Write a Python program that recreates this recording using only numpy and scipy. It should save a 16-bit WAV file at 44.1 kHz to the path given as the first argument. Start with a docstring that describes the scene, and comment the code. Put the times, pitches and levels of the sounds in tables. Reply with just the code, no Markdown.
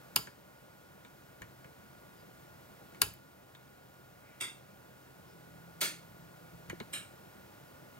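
"""A small room hisses and hums softly, and a small motor whines all the way through.
A nearby light switch snaps on, is eased off, and snaps on again at 3 s, with ticks and knocks of the hand.
Each snap rattles the contacts and rings the switch; gain control then turns everything down for a while.
From 4.4 s three farther switches clack, heard mostly as room echo, and a low hum comes and goes.
Just before the last clack, the nearby switch is eased off again."""
import sys
import numpy as np
from scipy import signal
from scipy.fft import rfft, irfft
from scipy.io import wavfile
from scipy.ndimage import uniform_filter1d

SR = 44100
rng = np.random.default_rng(int(sys.argv[2]) if len(sys.argv) > 2 else 0)


def materialize(psi):
    """Save the field psi as 16-bit PCM at rate SR to the path in sys.argv[1].

    A 1-D psi becomes a single channel; in a 2-D psi each row is a channel.
    """
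    bounded = np.clip(np.atleast_2d(psi).T, -1, 1)
    quanta = np.round(bounded * 32767).astype(np.int16)
    wavfile.write(sys.argv[1], SR, quanta)


N = 352359
HIT_SAMPLES = 32768
# time and frequency axes: for the whole scene, and for a single hit
SCENE_T, SCENE_HZ = np.arange(N) / SR, np.fft.rfftfreq(N, 1 / SR)
HIT_T, HIT_HZ = np.arange(HIT_SAMPLES) / SR, np.fft.rfftfreq(HIT_SAMPLES, 1 / SR)

# how left and right differ; the top treble is the same in both:
# (frequency [Hz], part a quarter cycle ahead [dB], unrelated part [dB])
LEFT_RIGHT_DIFFERENCE = [(60.6, -20, -19.5), (182, -5.5, -15), (430, 0, -5), (975, -0.5, -6),
                         (2010, -3, -1), (3160, 0.5, -12.5), (5000, -6.5, -2), (7500, -1, -13.5),
                         (10700, -9, 2.5), (12500, -39, -37)]
# echoes off the nearby desk and wall: (frequency [Hz], level [dB])
DESK_ECHO = [(150, 14.5), (400, 2.5), (1000, -0.5), (3000, 1.5), (5000, -4.5), (7000, -8), (15000, -6.5)]
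# the room's echo: (frequency [Hz], time to fade by 60 dB [s], level [dB])
ROOM_ECHO = [(120, 0.68, 0), (496, 0.23, 4), (2000, 0.32, 1), (5000, 0.32, -1), (9000, 0.3, -2),
             (15000, 0.22, 0.5)]

# the hiss of the room's air: (frequency [Hz], relative level [dB])
AIR_SPECTRUM = [(15, -64), (25, -23), (75, -5.5), (129, -3.5), (198, -3.5), (227, -9.5), (349, -8),
                (378, -11), (582, -10), (1340, -16.5), (1450, -18.5), (1570, -18), (3340, -25.5),
                (9550, -30.5), (15500, -26.5)]
# steady tones of appliances: (pitch [Hz], level [dB], waver [Hz])
APPLIANCE_TONES = [(130.8, -67.5, 5.38), (594, -76, 14.57), (14300, -91, 5)]
# the motor's whine at its usual speed: (pitch [Hz], level [dB], waver [Hz])
MOTOR_TONES = [(1428, -69.3, 1.4), (1464, -76.5, 3.14), (14260, -81, 15)]
# the motor briefly speeds up: (time of the peak [s], half length [s], extra speed [fraction])
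MOTOR_SURGES = [(1.646, 0.2207, 0.00904), (5.347, 0.218, 0.0119)]

# faint squeaks and rubs: (time [s], length [s], pitch [Hz], level [dB], width [Hz])
PLASTIC_SQUEAKS = [(2.158, 0.1, 4860, -73, 110), (4.21, 0.25, 2180, -65.5, 450),
                   (5.248, 0.1, 5200, -74, 260)]
# the hand thuds into the wall: (time [s], level [dB], treble tilt [dB per octave])
WALL_THUDS = [(0.164, -47.5, -1.5), (1.414, -50.5, -3), (3.019, -44, 0), (3.068, -46.5, -3),
              (6.535, -56, -3), (6.690, -50.5, -2.5)]
# the wall's modes, the pitches it rings at: (pitch [Hz], level [dB], time to fade by 60 dB [s])
WALL_MODES = [(69.4, -4.5, 0.32), (108, 1, 0.26), (168.3, -2, 0.22), (311, -0.5, .08), (395, 1, 0.08)]
# the hand bumps a switch box: (time [s], level [dB], pitch [Hz])
BOX_BUMPS = [(0.165, -43, 410), (5.821, -41.5, 366), (6.731, -35.5, 343), (6.81, -42.5, 409)]
# how the box rings: (multiple of the bump's pitch [ratio], level [dB], time to fade by 60 dB [s])
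BOX_MODES = [(.55, -7, 0.086), (1, 2.5, 0.034), (1.4, -14, .03)]

# the far switches clack:
# (time [s], level [dB], treble tilt [dB per octave], lead-in compared with clack [dB], switch [index])
FAR_CLACKS = [(4.4074, -28.5, 0.8, -12, 0), (5.8116, -23.5, 1, -10.5, 1), (5.8280, -33, 0.5, -21, 1),
              (6.9318, -32.5, 1.3, -12, 2)]
# how far switches 0, 1 and 2 ring: (pitch [Hz], width [Hz], level [dB])
HOLLOW_SWITCH_MODES = [(330, 70, -10.0), (670, 160, -20.0), (980, 70, -13.0), (1340, 150, -8.0),
                       (1620, 70, -11.5), (2100, 140, -4.0), (2290, 70, -6.0), (2700, 100, -5.0),
                       (3340, 90, -1.5), (3610, 110, -1.5), (4810, 190, -10.0), (5640, 540, -17.5),
                       (6890, 640, -14.0), (8360, 230, -4.0), (8780, 110, -5.5), (9410, 380, -10.5),
                       (12140, 240, -17.0), (13270, 490, -20.0)]
HARD_SWITCH_MODES = [(350, 70, -6.5), (620, 80, -6.0), (920, 70, -11.5), (1430, 250, -6.5),
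                     (1760, 70, -6.0), (2180, 300, -4.0), (2720, 340, -8.0), (3350, 110, -3.0),
                     (3720, 220, -8.5), (4350, 340, -4.0), (4920, 490, -10.0), (6280, 410, -6.0),
                     (7020, 300, -8.5), (7510, 350, -10.5), (8220, 80, -4.0), (8940, 510, -5.5),
                     (10310, 500, -11.0), (11770, 460, -11.5), (13270, 650, -11.5), (15060, 800, -16.0)]
LIGHT_SWITCH_MODES = [(290, 90, -12.5), (600, 160, -15.5), (1360, 220, -10.5), (1690, 120, -9.0),
                      (2320, 170, -5.5), (2780, 70, -5.0), (3060, 260, -8.0), (3810, 130, -6.0),
                      (4050, 130, -10.0), (5340, 510, -17.0), (7150, 390, -13.5), (8370, 280, -3.0),
                      (9280, 100, -11.0), (9580, 250, -10.0), (11680, 100, -21.0), (12580, 540, -18.0)]

# soft ticks near the switch; the first is a short echo of the snap:
# (time [s], level [dB], treble tilt [dB per octave], ping pitch [Hz], ping level [dB])
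SOFT_TICKS = [(0.1834, -49, -4, 4800, -6), (0.2707, -46.5, 0, 1610, 10), (1.0467, -54, -0.5, 3680, 3),
              (1.4180, -45.5, 2, 1780, 8), (1.6435, -52.5, -3, 2100, -8), (2.9456, -55, 0, 2300, -15),
              (3.1375, -49, -1, 13400, 17), (3.5488, -54, 0.5, 3570, 9), (6.6969, -41, 2.3, 1890, 6),
              (6.8003, -43, -1, 4050, 3.5)]
# how the rocker, the part you press, rings: (pitch [Hz], width [Hz], level [dB])
ROCKER_MODES = [(400, 240, 4), (980, 160, 4), (1500, 490, 1), (1780, 390, -2), (2260, 190, 4.5),
                (2950, 290, -3), (3650, 330, -9.5), (4260, 370, -7.5), (5800, 500, -16.5), (6580, 480, -5),
                (8500, 1100, -12.5), (10400, 500, -42), (12200, 1400, -18)]
# the near switch snaps on: (time [s], level [dB], treble tilt [dB per octave], contact bounce [s])
NEAR_SNAPS = [(0.1604, -20.5, -0.14, 0.0057), (3.0169, -19.5, 0.1, 0.0044)]
# how a snap rings: (pitch [Hz], width [Hz], level in first snap [dB], level in second snap [dB])
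SNAP_MODES = [(400, 80, -11.5, -13.5), (860, 70, -16.0, -12.5), (1030, 150, -9.0, -11.0),
              (1360, 70, -7.0, -7.5), (1610, 180, -16.0, -11.5), (2370, 270, -14.0, -14.5),
              (2680, 70, -10.0, -5.0), (3000, 140, -9.0, -9.0), (3250, 70, -11.0, -26.0),
              (3760, 360, -13.5, -12.0), (4190, 90, -15.5, -13.0), (4520, 130, -6.0, -6.0),
              (4870, 170, -3.0, -7.5), (5250, 190, -9.5, -10.5), (6380, 130, -12.0, -9.0),
              (6840, 140, -5.0, -7.5), (7680, 500, -13.5, -12.0), (8670, 180, -10.0, -13.0),
              (10120, 720, -11.5, -16.0), (10340, 220, -11.0, -3.0), (11750, 440, -18.5, -14.0),
              (12000, 250, -16.5, -12.5), (12730, 270, -3.0, -12.0), (13320, 280, -8.5, -7.0),
              (14250, 300, -13.5, -12.0), (15880, 880, -13.5, -16.0)]


def amp(db):
    """Turns decibels into a factor to multiply by."""
    return 10 ** (np.asarray(db) / 20)


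def unit_rms(x):
    """Scales a signal so that its average strength (rms) is one."""
    return x / np.sqrt(np.mean(abs(x) ** 2) + 1e-30)


def look_up(table, hz, column=1):
    """Reads a table at any frequency, gliding between its rows."""
    columns = np.transpose(table)
    return np.interp(np.log(hz + 1), np.log(columns[0] + 1), columns[column])


def add(mix, start_s, sound):
    """Mixes a sound in at the given time."""
    part = mix[:, round(start_s * SR):][:, :sound.shape[1]]
    part += sound[:, :part.shape[1]]


def stereo(pair, hz, treble_pan_db):
    """Left and right spectra from a sound and its scattered twin; the treble can lean to one side."""
    middle, scattered = pair
    side = 1j * amp(look_up(LEFT_RIGHT_DIFFERENCE, hz)) * middle
    side += amp(look_up(LEFT_RIGHT_DIFFERENCE, hz, column=2)) * scattered
    shade = amp(treble_pan_db / 2 * np.exp(-((hz - 7000) / 4500) ** 4))  # by the microphones' casing
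    return np.array([(middle + side) * shade, (middle - side) / shade])


def straight_ahead(pair):
    """Puts a sound (row 0) and its scattered twin (row 1) in front of the microphones."""
    return irfft(stereo(rfft(pair), SCENE_HZ, treble_pan_db=0), N)


def tone(hz, waver_hz, flutter=0.2):
    """A tone whose pitch wanders and whose strength flutters."""
    turns = np.arange(0, SCENE_T[-1] + 1, 0.03)
    drift, strength = (np.interp(SCENE_T, turns, row) for row in rng.standard_normal((2, len(turns))))
    phase = 2 * np.pi * np.cumsum(hz + waver_hz * drift) / SR
    return unit_rms((1 + flutter * strength) * np.sin(phase))


def motor(wander=0.002194, turn_s=0.2):
    """A small motor's tones rise and fall together with its speed."""
    drift = np.interp(SCENE_T / turn_s, np.arange(100), rng.standard_normal(100))
    surges = sum(extra * np.exp(-((SCENE_T - peak_s) / half_s) ** 2)
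                 for peak_s, half_s, extra in MOTOR_SURGES)
    speed = 1 + wander * drift + surges
    return sum(amp(db) * tone(hz * speed, waver_hz) for hz, db, waver_hz in MOTOR_TONES)


def hum(start_s=5.13, end_s=7.1, fade_s=0.25, db=-62.5):
    """A low hum fades in, holds and fades out."""
    fade = np.clip(np.minimum(SCENE_T - start_s, end_s - SCENE_T) / fade_s, 0, 1)
    return amp(db) * fade * tone(hz=166.6, waver_hz=2.82)


def background(air_db=-57.5):
    """The steady hiss of the air, with the appliances, the motor and the hum."""
    noise = rfft(rng.standard_normal((2, N)))
    air = irfft(noise * amp(look_up(AIR_SPECTRUM, SCENE_HZ)), N)
    appliances = sum(amp(db) * tone(hz, waver_hz) for hz, db, waver_hz in APPLIANCE_TONES)
    out = amp(air_db) * unit_rms(air)
    out[0] += appliances + motor() + hum()
    return straight_ahead(out)


def squeaks():
    """An uneven grip on plastic makes it ring around one pitch in a short, scratchy chirp."""
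    out = np.zeros((2, N))
    for start_s, length_s, hz, db, width_hz in PLASTIC_SQUEAKS:
        peak = 1 / (1 + ((SCENE_HZ - hz) / width_hz) ** 2)
        scratch = unit_rms(irfft(rfft(rng.standard_normal(N)) * peak, N))
        swell = np.sin(np.pi * np.clip((SCENE_T - start_s) / length_s, 0, 1))
        out[0] += amp(db) * swell * scratch
    return straight_ahead(out)


def ring(hz, db, fade_s, attack_s=0.0004):
    """One low mode is struck and dies away, losing 60 dB in fade_s."""
    onset = 1 - np.exp(-HIT_T / attack_s)
    return amp(db - 60 * HIT_T / fade_s) * np.sin(2 * np.pi * hz * HIT_T) * onset


def knocks():
    """The hand makes the wall thud and bumps the switch box."""
    out = np.zeros((2, N))
    for start_s, db, tilt_db in WALL_THUDS:
        thud = sum(ring(hz, db + mode_db + tilt_db * np.log2(hz / 150), fade_s)
                   for hz, mode_db, fade_s in WALL_MODES)
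        add(out, start_s, np.outer([1, 0], thud))  # row 0 only: no scattered twin
    for start_s, db, hz in BOX_BUMPS:
        bump = sum(ring(hz * multiple, db + mode_db, fade_s) for multiple, mode_db, fade_s in BOX_MODES)
        add(out, start_s, np.outer([1, 0], bump))
    return straight_ahead(out)


def body_gain(modes, tilt_db, floor_db, bass_hz=75):
    """How strongly a switch rings at each frequency: peaks on a floor, tilted brighter or duller."""
    peaks = sum(amp(db) ** 2 / (1 + ((HIT_HZ - hz) / width_hz) ** 2) ** 2 for hz, width_hz, db in modes)
    bass_loss = HIT_HZ ** 4 / (HIT_HZ ** 4 + bass_hz ** 4)  # a small body gives off no deep bass
    tilt = amp(tilt_db * np.log2((HIT_HZ + 300) / 3000))
    return np.sqrt((peaks + amp(floor_db) ** 2) * bass_loss) * tilt


def ringing_filter(gain):
    """Spectrum of a filter with this shape that rings only after the hit, never before."""
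    log_gain = np.log(np.maximum(unit_rms(gain), 1e-5))
    mirrored = np.r_[log_gain, log_gain[-2:0:-1]]
    return np.exp(signal.hilbert(mirrored).conj()[:len(log_gain)])


def contact_bounce(length_s):
    """Spectrum of contacts rattling for a few milliseconds, about equally strong at all pitches."""
    spectrum = rfft(rng.standard_normal((2, HIT_SAMPLES)))
    window = np.exp(-(HIT_T / length_s) ** 4)
    for _ in range(6):  # even out the spectrum, then cut the sound short again
        flat = spectrum / (abs(spectrum) + 1e-12)
        spectrum = rfft(irfft(flat) * window)
    return unit_rms(spectrum)


def echoes(fade_table, rise_s):
    """Spectrum of many echoes that build up and die away, each band at its own speed."""
    hz, t, bands = signal.stft(rng.standard_normal((2, HIT_SAMPLES)), SR, nperseg=256)
    fade = amp(-60 * t / look_up(fade_table, hz)[:, None])
    tail = signal.istft(bands * fade, SR, nperseg=256)[1][:, :HIT_SAMPLES]
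    return unit_rms(rfft(tail * (1 - np.exp(-HIT_T / rise_s))))


def strike(body, db, bounce_s, desk_db, room_db, rise_s, pan_db):
    """One hit: a brief rattle rings the switch's body, then the desk and the room echo it."""
    desk = echoes([(1, 0.075)], rise_s=0.0027)  # all bands fade in 0.075 s
    desk *= amp(desk_db + look_up(DESK_ECHO, HIT_HZ))
    room = amp(room_db + look_up(ROOM_ECHO, HIT_HZ, column=2)) * echoes(ROOM_ECHO, rise_s)
    reflected = stereo(desk + room, HIT_HZ, treble_pan_db=-1.5)
    direct = stereo(contact_bounce(bounce_s), HIT_HZ, pan_db)
    delay_s = 0.003604 / (1 + (HIT_HZ / 1100) ** 2)  # low bending waves leave the plate later
    bending = np.exp(-2j * np.pi * np.cumsum(delay_s) * SR / HIT_SAMPLES)
    spectrum = unit_rms(direct + reflected) * ringing_filter(body) * bending
    sound = irfft(spectrum)[:, :HIT_SAMPLES // 2]
    return amp(db) * np.sqrt(SR / 100) * sound  # db is the level with the energy spread over 10 ms


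def far_switches(lead_in_s=0.0048):
    """Switches across the room clack after a faint lead-in; their echo outweighs the direct sound."""
    out = np.zeros((2, N))
    # (modes, floor between them [dB])
    switches = [(HOLLOW_SWITCH_MODES, -30), (HARD_SWITCH_MODES, -19), (LIGHT_SWITCH_MODES, -30)]
    for start_s, db, tilt_db, lead_in_db, which in FAR_CLACKS:
        modes, floor_db = switches[round(which)]
        body = body_gain(modes, tilt_db, floor_db)
        for hit_s, hit_db in (start_s - lead_in_s, db + lead_in_db), (start_s, db):
            hit = strike(body, hit_db, bounce_s=0.0132, desk_db=-10.5, room_db=5.0,
                         rise_s=0.0086, pan_db=-4.5)
            add(out, hit_s, hit)
    return out


def soft_ticks(ping_width_share=0.1):
    """Soft ticks near the switch ring at the rocker's pitches, each with its own ping."""
    out = np.zeros((2, N))
    for start_s, db, tilt_db, ping_hz, ping_db in SOFT_TICKS:
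        ping = (ping_hz, ping_width_share * ping_hz, ping_db)
        body = body_gain(ROCKER_MODES + [ping], tilt_db, floor_db=-33)
        tick = strike(body, db, bounce_s=0.0055, desk_db=1.0, room_db=-13.5, rise_s=0.017, pan_db=4.0)
        add(out, start_s, tick)
    return out


def near_snaps(lead_in_s=0.0027, lead_in_db=-22):
    """The near switch's contacts slam shut; a faint lead-in softens the start of each snap."""
    out = np.zeros((2, N))
    for snap, (start_s, db, tilt_db, bounce_s) in enumerate(NEAR_SNAPS):
        modes = np.array(SNAP_MODES)[:, [0, 1, 2 + snap]]  # pick this snap's level column
        body = body_gain(modes, tilt_db, floor_db=-23)
        for hit_s, hit_db in (start_s - lead_in_s, db + lead_in_db), (start_s, db):
            hit = strike(body, hit_db, bounce_s, desk_db=-1.5, room_db=-12.5, rise_s=0.017, pan_db=3.5)
            add(out, hit_s, hit)
    return out


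def scene():
    """All the switches and the sounds of the hand, over the quiet room."""
    return near_snaps() + soft_ticks() + knocks() + squeaks() + far_switches() + background()


def gain_control(x, limit_db=-30, cut_share=0.33, duck_s=0.036, recover_db_per_s=1.0):
    """A loud sound turns the volume down; it creeps back over the next seconds."""
    power = uniform_filter1d((x ** 2).mean(0), 441)  # averaged over 10 ms
    excess_db = np.maximum(10 * np.log10(abs(power) + 1e-12) - limit_db, 0)
    recovery_db = recover_db_per_s * SCENE_T
    cut_db = np.maximum.accumulate(cut_share * excess_db + recovery_db) - recovery_db
    smoothing = np.exp(-1 / (duck_s * SR))
    return x * amp(-signal.lfilter([1 - smoothing], [1, -smoothing], cut_db))


def record(dry, bass_pan_db=-1.1, low_cut_hz=40, high_cut_hz=15950):
    """The bass leans right and loses its deepest part; gain control follows, then a top-treble cut."""
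    lean_db = bass_pan_db / 2 / (1 + (SCENE_HZ / 280) ** 2)
    heard = irfft(rfft(dry) * amp([lean_db, -lean_db]), N)
    low_cut = signal.butter(2, low_cut_hz, "highpass", fs=SR, output="sos")
    high_cut = signal.firwin(511, high_cut_hz, window=("kaiser", 9), fs=SR)
    heard = gain_control(signal.sosfilt(low_cut, heard))
    return signal.oaconvolve(heard, high_cut[None], "same")


dry = scene()
out = record(dry)
materialize(out)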